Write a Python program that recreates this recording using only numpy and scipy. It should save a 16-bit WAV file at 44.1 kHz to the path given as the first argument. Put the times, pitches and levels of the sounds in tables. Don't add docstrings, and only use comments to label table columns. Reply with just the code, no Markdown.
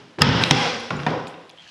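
import sys
import numpy as np
from scipy import signal
from scipy.fft import rfft, irfft
from scipy.io import wavfile
from scipy.ndimage import uniform_filter1d

SR = 44100
rng = np.random.default_rng(int(sys.argv[2]) if len(sys.argv) > 2 else 0)


def how_loud(loudness_db):
    steps = np.asarray(loudness_db, float) / 20
    return 10 ** steps


def unload_wav(signal):
    wavfile.write(
        sys.argv[1],
        SR,
        np.round(np.clip(np.atleast_2d(signal).T, -1, 1) * 32767).astype(np.int16),
    )


N = 74970
LEAD_S = 0.6

# boom_db, body_db, bright_db
BLOWS = [
    (-.35, -44, -13, -16, -18),
    (0.1854, -28, -31, -21.5, -31),
    (0.209, -34, -35, -19, -19),
    (0.2185, 11.5, -3.5, -1.5, -1.5),
    (.5092, 11.5, -17.5, -11, -3.5),
    (0.905, -10.5, -24.5, -16, -38),
    (.990, -33.5, -41, -33, -33.5),
    (1.0645, -4.5, -24.5, -10, -28.5),
]
# pitch_hz, level_db, fade_60db_s
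WHOLE_TILE = [(902, -14, 0.077), (1251, -6.5, 0.042), (1798, -8, 0.046), (2750, -6, 0.026),
              (3200, -9, 0.03), (3400, -8.5, 0.029), (5030, 0, 0.017), (5160, -8, 0.022),
              (8600, -21, 0.0092), (9900, -59, 0.024)]
# pitch_hz, level_db, fade_60db_s
CRACKED_TILE = [(932, 5.5, 0.016), (2050, 8.5, 0.012), (2317, 4, 0.016), (3200, 11.5, 0.01),
                (3757, 3, .025), (4970, -5, 0.016), (5550, 0, 0.031), (5860, -0.5, 0.02), (6390, -6, 0.022),
                (7100, -23, .015), (12300, -35, .004)]
# pitch_hz, level_db, fade_60db_s
LOOSE_SLAB = [(745, -4, .059), (957, 6, 0.03), (1440, -3, .02), (1810, -.5, 0.036), (2414, -2.5, 0.031),
              (2760, -14, 0.019), (3780, -19, .016), (4070, -8.5, 0.022), (4590, -10, .016),
              (6360, -25, 0.018)]
# pitch_hz, level_db, fade_60db_s
BROKEN_PIECE = [(620, 2.5, .03), (1057, 3.5, .045), (1390, -1, 0.04), (1756, 1.5, 0.022), (2260, 3, .018),
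                (2470, -6, .016), (2930, -9, .016), (3620, -11, .014), (4180, -13, .016), (5400, -13, .016)]
LANDS_ON = [LOOSE_SLAB, LOOSE_SLAB, BROKEN_PIECE, WHOLE_TILE,
            CRACKED_TILE, BROKEN_PIECE, LOOSE_SLAB, LOOSE_SLAB]
CRACK_NOISE_DB = [-8, 14, 19, -14, -17, -4, 17, -11.5]
CRACK_TOP_HZ = [2500, 2000, 3000, 6000, 5850, 3420, 2500, 3480]
CRACK_TO_ROOM_DB = [-11, -16, -12, -12.5, -11.5, -14, -10, -15.5]
# peak_hz, width_hz, peak_db, top_hz
SPOTS = [(500, 300, -2.5, 12000), (330, 200, 3, 12000), (3000, 800, 10, 12000), (4960, 340, 6, 5240),
         (5580, 500, 4, 8800), (1300, 800, -0.5, 12000), (1500, 800, -4, 12000), (780, 260, 2, 9000)]
CRACK_FADE_S, TOUCH_S = 0.0049, 0.00036
PHASE_SCATTER = 0.25
BOOM_HZ, BRIGHT_HZ = 298, 1150

# start_s, level_db, fade_factor, tilt_db_per_octave
BOOMS = [(-.3, -24, 1.45, 9), (.186, -22, 0.49, 10), (0.207, -8, 0.76, -7.5), (0.2198, -2.5, 0.99, -2.5),
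         (0.273, -2, 0.76, -4), (0.5085, 1, 0.52, 5), (.7, -39, 1.7, -11.5), (0.9068, -32, 0.29, 4),
         (0.917, -23.5, 0.96, -0.5), (0.956, -29.5, 2.1, -3), (0.999, -30, 0.32, 11.5),
         (1.069, -20, 1.02, 3)]
# pitch_hz, level_db, fade_60db_s
LOW_MODES = [(71.2, -13.5, 0.45), (101.6, -5.5, 0.39), (117.83, -8.5, 0.58), (145.4, 7.5, 0.23),
             (167, -10, 0.81), (234.3, -8.5, 0.48), (265.3, -7.5, 0.55), (322.7, -8.5, 0.24),
             (407, -12.5, 0.48), (501.7, -20, 0.54), (787, -20, 0.43)]
BOOM_RISE_S, BOOM_SCATTER_DB = 0.016, 4.5

# start_s, level_db, pitch_hz, fade_60db_s
PANELS = [(.915, -24, 148, 0.62), (.6, -26.5, 760, 0.94), (.525, -21.5, 400, 0.28), (.06, -52.5, 320, 0.74),
          (0.1, -53, 540, .4), (0.039, -51.5, 230, 0.86), (0.22, -6, 234, 0.44), (0.52, -15, 235, 0.22),
          (.55, -16, 803, 0.53), (.62, -26.5, 495, 0.99), (.72, -32.5, 234, 0.92),
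          (1.067, -28.5, 256, 0.19), (1.12, -25, 512.5, 0.52), (.2, -33, 5000, 0.22), (0.18, -22, 327, 0.2),
          (1.379, -33, 496, 0.11), (1.528, -40.5, 500, 0.094)]
PANEL_RISE_S, PANEL_WOBBLE = 0.0065, 9.14

# start_s, level_db, pitch_hz, ring_s, width_hz
SHARDS = [(0.16, -43, 2600, 0.0065, 2000), (.1915, -23.5, 1900, 0.0094, 4300),
          (0.37, -32, 9200, 0.004, 3000), (0.437, 3, 3440, 0.0059, 3400), (0.999, -19, 1700, 0.011, 2000),
          (0.837, -46, 10000, 0.0099, 3950), (.965, -43.5, 7100, 0.033, 500), (0.76, -48, 6700, .02, 500),
          (1.0337, -16, 2600, 0.0039, 3500), (1.1045, -22, 4150, 0.0067, 2000),
          (1.27, -27, 3500, 0.013, 3900), (1.2715, -43, 9000, 0.0087, 7800), (1, -30.5, 3400, .005, 2300),
          (1.28, -38, 7070, .012, 1000), (1.5, -27.5, 3060, 0.0049, 3100), (1.2, -40, 5500, 0.0091, 2700),
          (0.8, -43.5, 9800, 0.017, 2200), (1.4945, -29.5, 3900, 0.0055, 2000),
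          (1.4955, -42.5, 9720, 0.0045, 4700), (1.511, -33, 6700, 0.0024, 2000),
          (.1925, -36.5, 7800, 0.0071, 1200), (.203, -49, 8700, 0.031, 500),
          (1.0652, -18.5, 3700, 0.0092, 2900), (0.91, -25, 3900, .005, 1200),
          (1.0675, -12.5, 1400, 0.0084, 1800), (1.072, -17, 980, 0.011, 760),
          (.9078, -15, 1000, 0.0068, 1500), (0.42, -9, 3000, 0.0071, 1500)]
SHARD_SKIRT = 1.4
CHIPS_TO_ROOM_DB = -6.5
# start_s, level_db, pitch_hz, fade_60db_s
TICKS = [(1.0665, -19.5, 745, 0.04), (1.0664, -17, 965, 0.033), (1.0655, -37, 4860, .012),
         (0.907, -31, 1393, 0.039), (0.9051, -30, 2240, 0.017), (1.341, -46, 2070, 0.027),
         (1.341, -41, 2740, .02), (1.34, -44, 3700, .02), (1.27, -39, 2500, .02), (1.5758, -42, 3120, .012),
         (1.585, -33, 3200, 0.01), (1.595, -40, 3230, 0.02), (1.602, -40.5, 3270, 0.015),
         (1.6013, -45, 1970, 0.011), (1.6098, -44, 3260, 0.017), (1.621, -47, 3100, .01),
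         (1.626, -45, 3000, .01), (1.659, -44, 3000, .014), (1.665, -47.5, 1680, .04),
         (1.6845, -42, 2800, .01), (1.6885, -48, 2900, .025)]
TICK_RISE_S = 0.00066

# time_s, level_db
GRIT = [(.38, -105), (.42, -48), (.6, -49.5), (.75, -72), (.9, -66), (1.1, -65), (1.26, -98), (1.275, -55),
        (1.36, -78)]
GRIT_HZ, GRIT_WIDTH_HZ, GRIT_SCATTER_DB = 8200, 4600, 1.8
# time_s, level_db
SCRAPE = [(1.52, -100), (1.56, -64), (1.6, -55.5), (1.65, -51), (1.7, -49)]
# pitch_hz, width_hz, level_db
SCRAPED_SURFACE = [(1700, 300, -17), (2740, 830, -8), (4280, 1100, -15), (6000, 2500, -21.5)]
RUB_DB = 4.5

# pitch_hz, level_db
ROOM_COLOUR = [(24, -64), (40, -16), (147, 16.5), (283, 4), (503, -4), (990, -1), (3220, -6.5), (5580, -17),
               (16000, -53)]
# pitch_hz, width_hz, level_db
ROOM_BUMPS = [(503, 139, 6.5), (827, 49, 2.5), (1530, 130, 4), (3200, 1070, 1.5), (4400, 520, -2.5),
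              (5220, 1750, 6), (11800, 990, -8)]
# pitch_hz, fade_60db_s
ROOM_FADE = [(60, 0.75), (200, 0.57), (400, 1), (800, 0.88), (2000, 0.82), (5000, 0.94), (10000, 1)]
ROOM_RISE_S = 0.0023

# pitch_hz, level_db
AIR = [(21, -50), (40, -22), (85, -11), (160, -7), (490, -21), (650, -10), (3440, -16.5), (10100, -36),
       (16000, -63)]
AIR_DB = -55

NOTCH_HZ, NOTCH_WIDTH_HZ, NOTCH_DB = 9040, 260, -20
PORT_HZ, PORT_WIDTH_HZ, PORT_DB = 9500, 340, 7
TOP_DB, SENSE_S, GRAB_S, RECOVER_DB_S = -15, 0.0076, 0.0026, 77.5
OVERLOAD = 0.9
MIC_LOW_HZ, MIC_TOP_HZ = 59, 11500


def unit(x):
    return x / np.sqrt(np.mean(x ** 2))


def shape(x, gain):
    f = np.arange(len(x) // 2 + 1) * SR / len(x) + 1
    return irfft(rfft(x) * gain(f), len(x))


def line(table, at, log=False):
    a, b = np.array(table).T
    return np.interp(np.log(at), np.log(a), b) if log else np.interp(at, a, b)


def bell(f, hz, width_hz):
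    return 1 / (1 + ((f - hz) * 2 / width_hz) ** 2)


def fade(t, t60):
    return 1000. ** (-t / t60)


def rise(t, rise_s):
    return 1 - np.exp(-t / rise_s)


def ring(modes, t, phase):
    return sum(how_loud(db) * np.sin(2 * np.pi * hz * t + p) * fade(t, t60)
               for (hz, db, t60), p in zip(modes, phase))


def add(track, s, x):
    i = int((s + LEAD_S) * SR)
    track[i:i + len(x)] += x[:len(track) - i]


def low_part(f, hz):
    return 1 / (1 + (f / hz) ** 2)


def blows(size):
    t = np.arange(2048) / SR
    near, wet = np.zeros(size), np.zeros(size)
    for blow, modes, noise_db, top_hz, room_db, spot in zip(
            BLOWS, LANDS_ON, CRACK_NOISE_DB, CRACK_TOP_HZ, CRACK_TO_ROOM_DB, SPOTS):
        s, db, boom_db, body_db, bright_db = blow
        peak_hz, width_hz, peak_db, tail_top_hz = spot

        phase = np.pi * (1 + PHASE_SCATTER * rng.uniform(-1.42, 1, size=14))
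        tile = ring(modes, t, phase)
        limit = signal.butter(3, top_hz, fs=SR, output="sos")
        crack = signal.sosfilt(limit, rng.standard_normal(len(t))) * np.exp(-t / CRACK_FADE_S)
        hit = tile / np.abs(tile).max() + how_loud(noise_db) * crack
        hit = how_loud(db) * hit * rise(t, TOUCH_S) ** 2

        def spot_colour(f):
            return how_loud(peak_db * bell(f, peak_hz, width_hz)) / np.sqrt(1 + (f / tail_top_hz) ** 4)

        def push(f):
            boom, below_bright = low_part(f, BOOM_HZ), low_part(f, BRIGHT_HZ)
            body = below_bright - boom
            return how_loud(boom_db) * boom + how_loud(body_db) * body + how_loud(bright_db) * (1 - below_bright)

        tail = shape(room(size), spot_colour)
        add(near, s, hit)
        pushed_room = how_loud(30.5) * shape(tail, push)
        crack_echo = how_loud(room_db) * signal.fftconvolve(tail, hit)[:size]
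        add(wet, s, pushed_room + crack_echo)
    return near, wet


def booms(size):
    t, out = np.arange(SR) / SR, np.zeros(size)
    for s, db, fade_factor, tilt_db in BOOMS:
        luck = rng.uniform(-1.11, 1, (len(LOW_MODES), 2))
        modes = []
        for (hz, mode_db, t60), chance in zip(LOW_MODES, luck[:, 0]):
            mode_db = mode_db + tilt_db * np.log2(hz / 150) + BOOM_SCATTER_DB * chance
            modes.append((hz, mode_db, t60 * fade_factor))
        hum = ring(modes, t, np.pi * luck[:, 1])
        add(out, s, how_loud(db) * hum * rise(t, BOOM_RISE_S) / 2)
    return out


def panels(size):
    t, out = np.arange(SR // 2) / SR, np.zeros(size)
    for s, db, hz, t60 in PANELS:
        drift = uniform_filter1d(rng.standard_normal(len(t)), size=400)
        wobble = PANEL_WOBBLE * np.cumsum(drift) * hz / SR
        hum = np.sin(2 * np.pi * hz * t + wobble)
        add(out, s, how_loud(db) * hum * fade(t, t60) * rise(t, PANEL_RISE_S))
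    return out


def shards(size):
    t, out = np.arange(2048) / SR, np.zeros(size)
    for s, db, hz, ring_s, width_hz in SHARDS:
        burst = shape(rng.standard_normal(len(t)), lambda f: bell(f, hz, width_hz) ** SHARD_SKIRT)
        add(out, s, how_loud(db) * unit(burst) * fade(t, 2 * ring_s) * rise(t, TOUCH_S) / 2)
    return out


def ticks(size):
    t, out = np.arange(2048) / SR, np.zeros(size)
    soft_start = 1 - np.exp(-(t / TICK_RISE_S) ** 2)
    for s, db, hz, t60 in TICKS:
        add(out, s, ring([(hz, db, t60)], t, [0]) * soft_start * 2)
    return out


def grit(t):
    unevenness = how_loud(GRIT_SCATTER_DB * rng.exponential(size=len(t)))
    dust = rng.standard_normal(len(t)) * unevenness
    hiss = unit(shape(dust, lambda f: bell(f, GRIT_HZ, GRIT_WIDTH_HZ)))
    return hiss * how_loud(line(GRIT, t))


def scrape(t):
    grip = unit(uniform_filter1d(rng.standard_normal(len(t)), size=200))
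    rub = rng.standard_normal(len(t)) * how_loud(RUB_DB * np.tanh(grip))

    def surface(f):
        return sum(how_loud(db) * bell(f, hz, w) for hz, w, db in SCRAPED_SURFACE)

    return unit(shape(rub, surface)) * how_loud(line(SCRAPE, t))


def room(size):
    t, tail = np.arange(size) / SR, 0

    def colour(f):
        bumps_db = sum(db * bell(f, hz, w) for hz, w, db in ROOM_BUMPS)
        return how_loud(line(ROOM_COLOUR, f, True) + bumps_db)

    noise = shape(rng.standard_normal(size), colour)
    for hz in 44 * 2. ** np.arange(9):
        band = shape(noise, lambda f: np.cos(np.pi / 2 * np.clip(np.log2(f / hz), -1, 1)) ** 2)
        tail = tail + band * fade(t, line(ROOM_FADE, hz, True))
    return unit(tail) * rise(t, ROOM_RISE_S) / np.sqrt(size)


def still_air(size):
    noise = rng.standard_normal(size)
    return unit(shape(noise, lambda f: how_loud(line(AIR, f, True)))) * how_loud(AIR_DB)


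def scene():
    size = N + int(LEAD_S * SR)
    t = np.arange(size) / SR - LEAD_S
    near, wet = blows(size)
    hums = booms(size) + panels(size)
    chips = shards(size) + ticks(size)
    chip_echo = how_loud(CHIPS_TO_ROOM_DB) * signal.fftconvolve(chips, room(size))[:size]
    mix = near + wet + hums + chips + chip_echo + grit(t) + scrape(t) + still_air(size)
    return mix[None, -N:]


def lag(v, s):
    keep = np.exp(-1 / (s * SR))
    return signal.lfilter([1 - keep], [1, -keep], v)


def automatic_level(x):
    ramp = RECOVER_DB_S * np.arange(N) / SR
    level_db = 10 * np.log10(lag(x ** 2, SENSE_S) + 1e-12)
    held_db = np.maximum.accumulate(level_db + ramp) - ramp
    too_loud_db = np.maximum(held_db - TOP_DB, 0)
    return x * how_loud(-lag(lag(too_loud_db, GRAB_S / 2), GRAB_S / 2))


def low_pass(x):
    return signal.sosfilt(signal.butter(12, 16260, fs=SR, output="sos"), x)


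def record(dry):
    def housing(f):
        notch_db = NOTCH_DB * bell(f, NOTCH_HZ, NOTCH_WIDTH_HZ)
        return how_loud(notch_db + PORT_DB * bell(f, PORT_HZ, PORT_WIDTH_HZ))

    x = automatic_level(shape(dry[0], housing))
    x = x / (1 + (x / OVERLOAD) ** 4) ** (1 / 4)
    limits = signal.butter(2, [MIC_LOW_HZ, MIC_TOP_HZ], "band", fs=SR, output="sos")
    x = signal.sosfilt(limits, x)
    return low_pass(np.clip(x, -1, 1)[None])


dry = scene()
out = record(dry)
unload_wav(out)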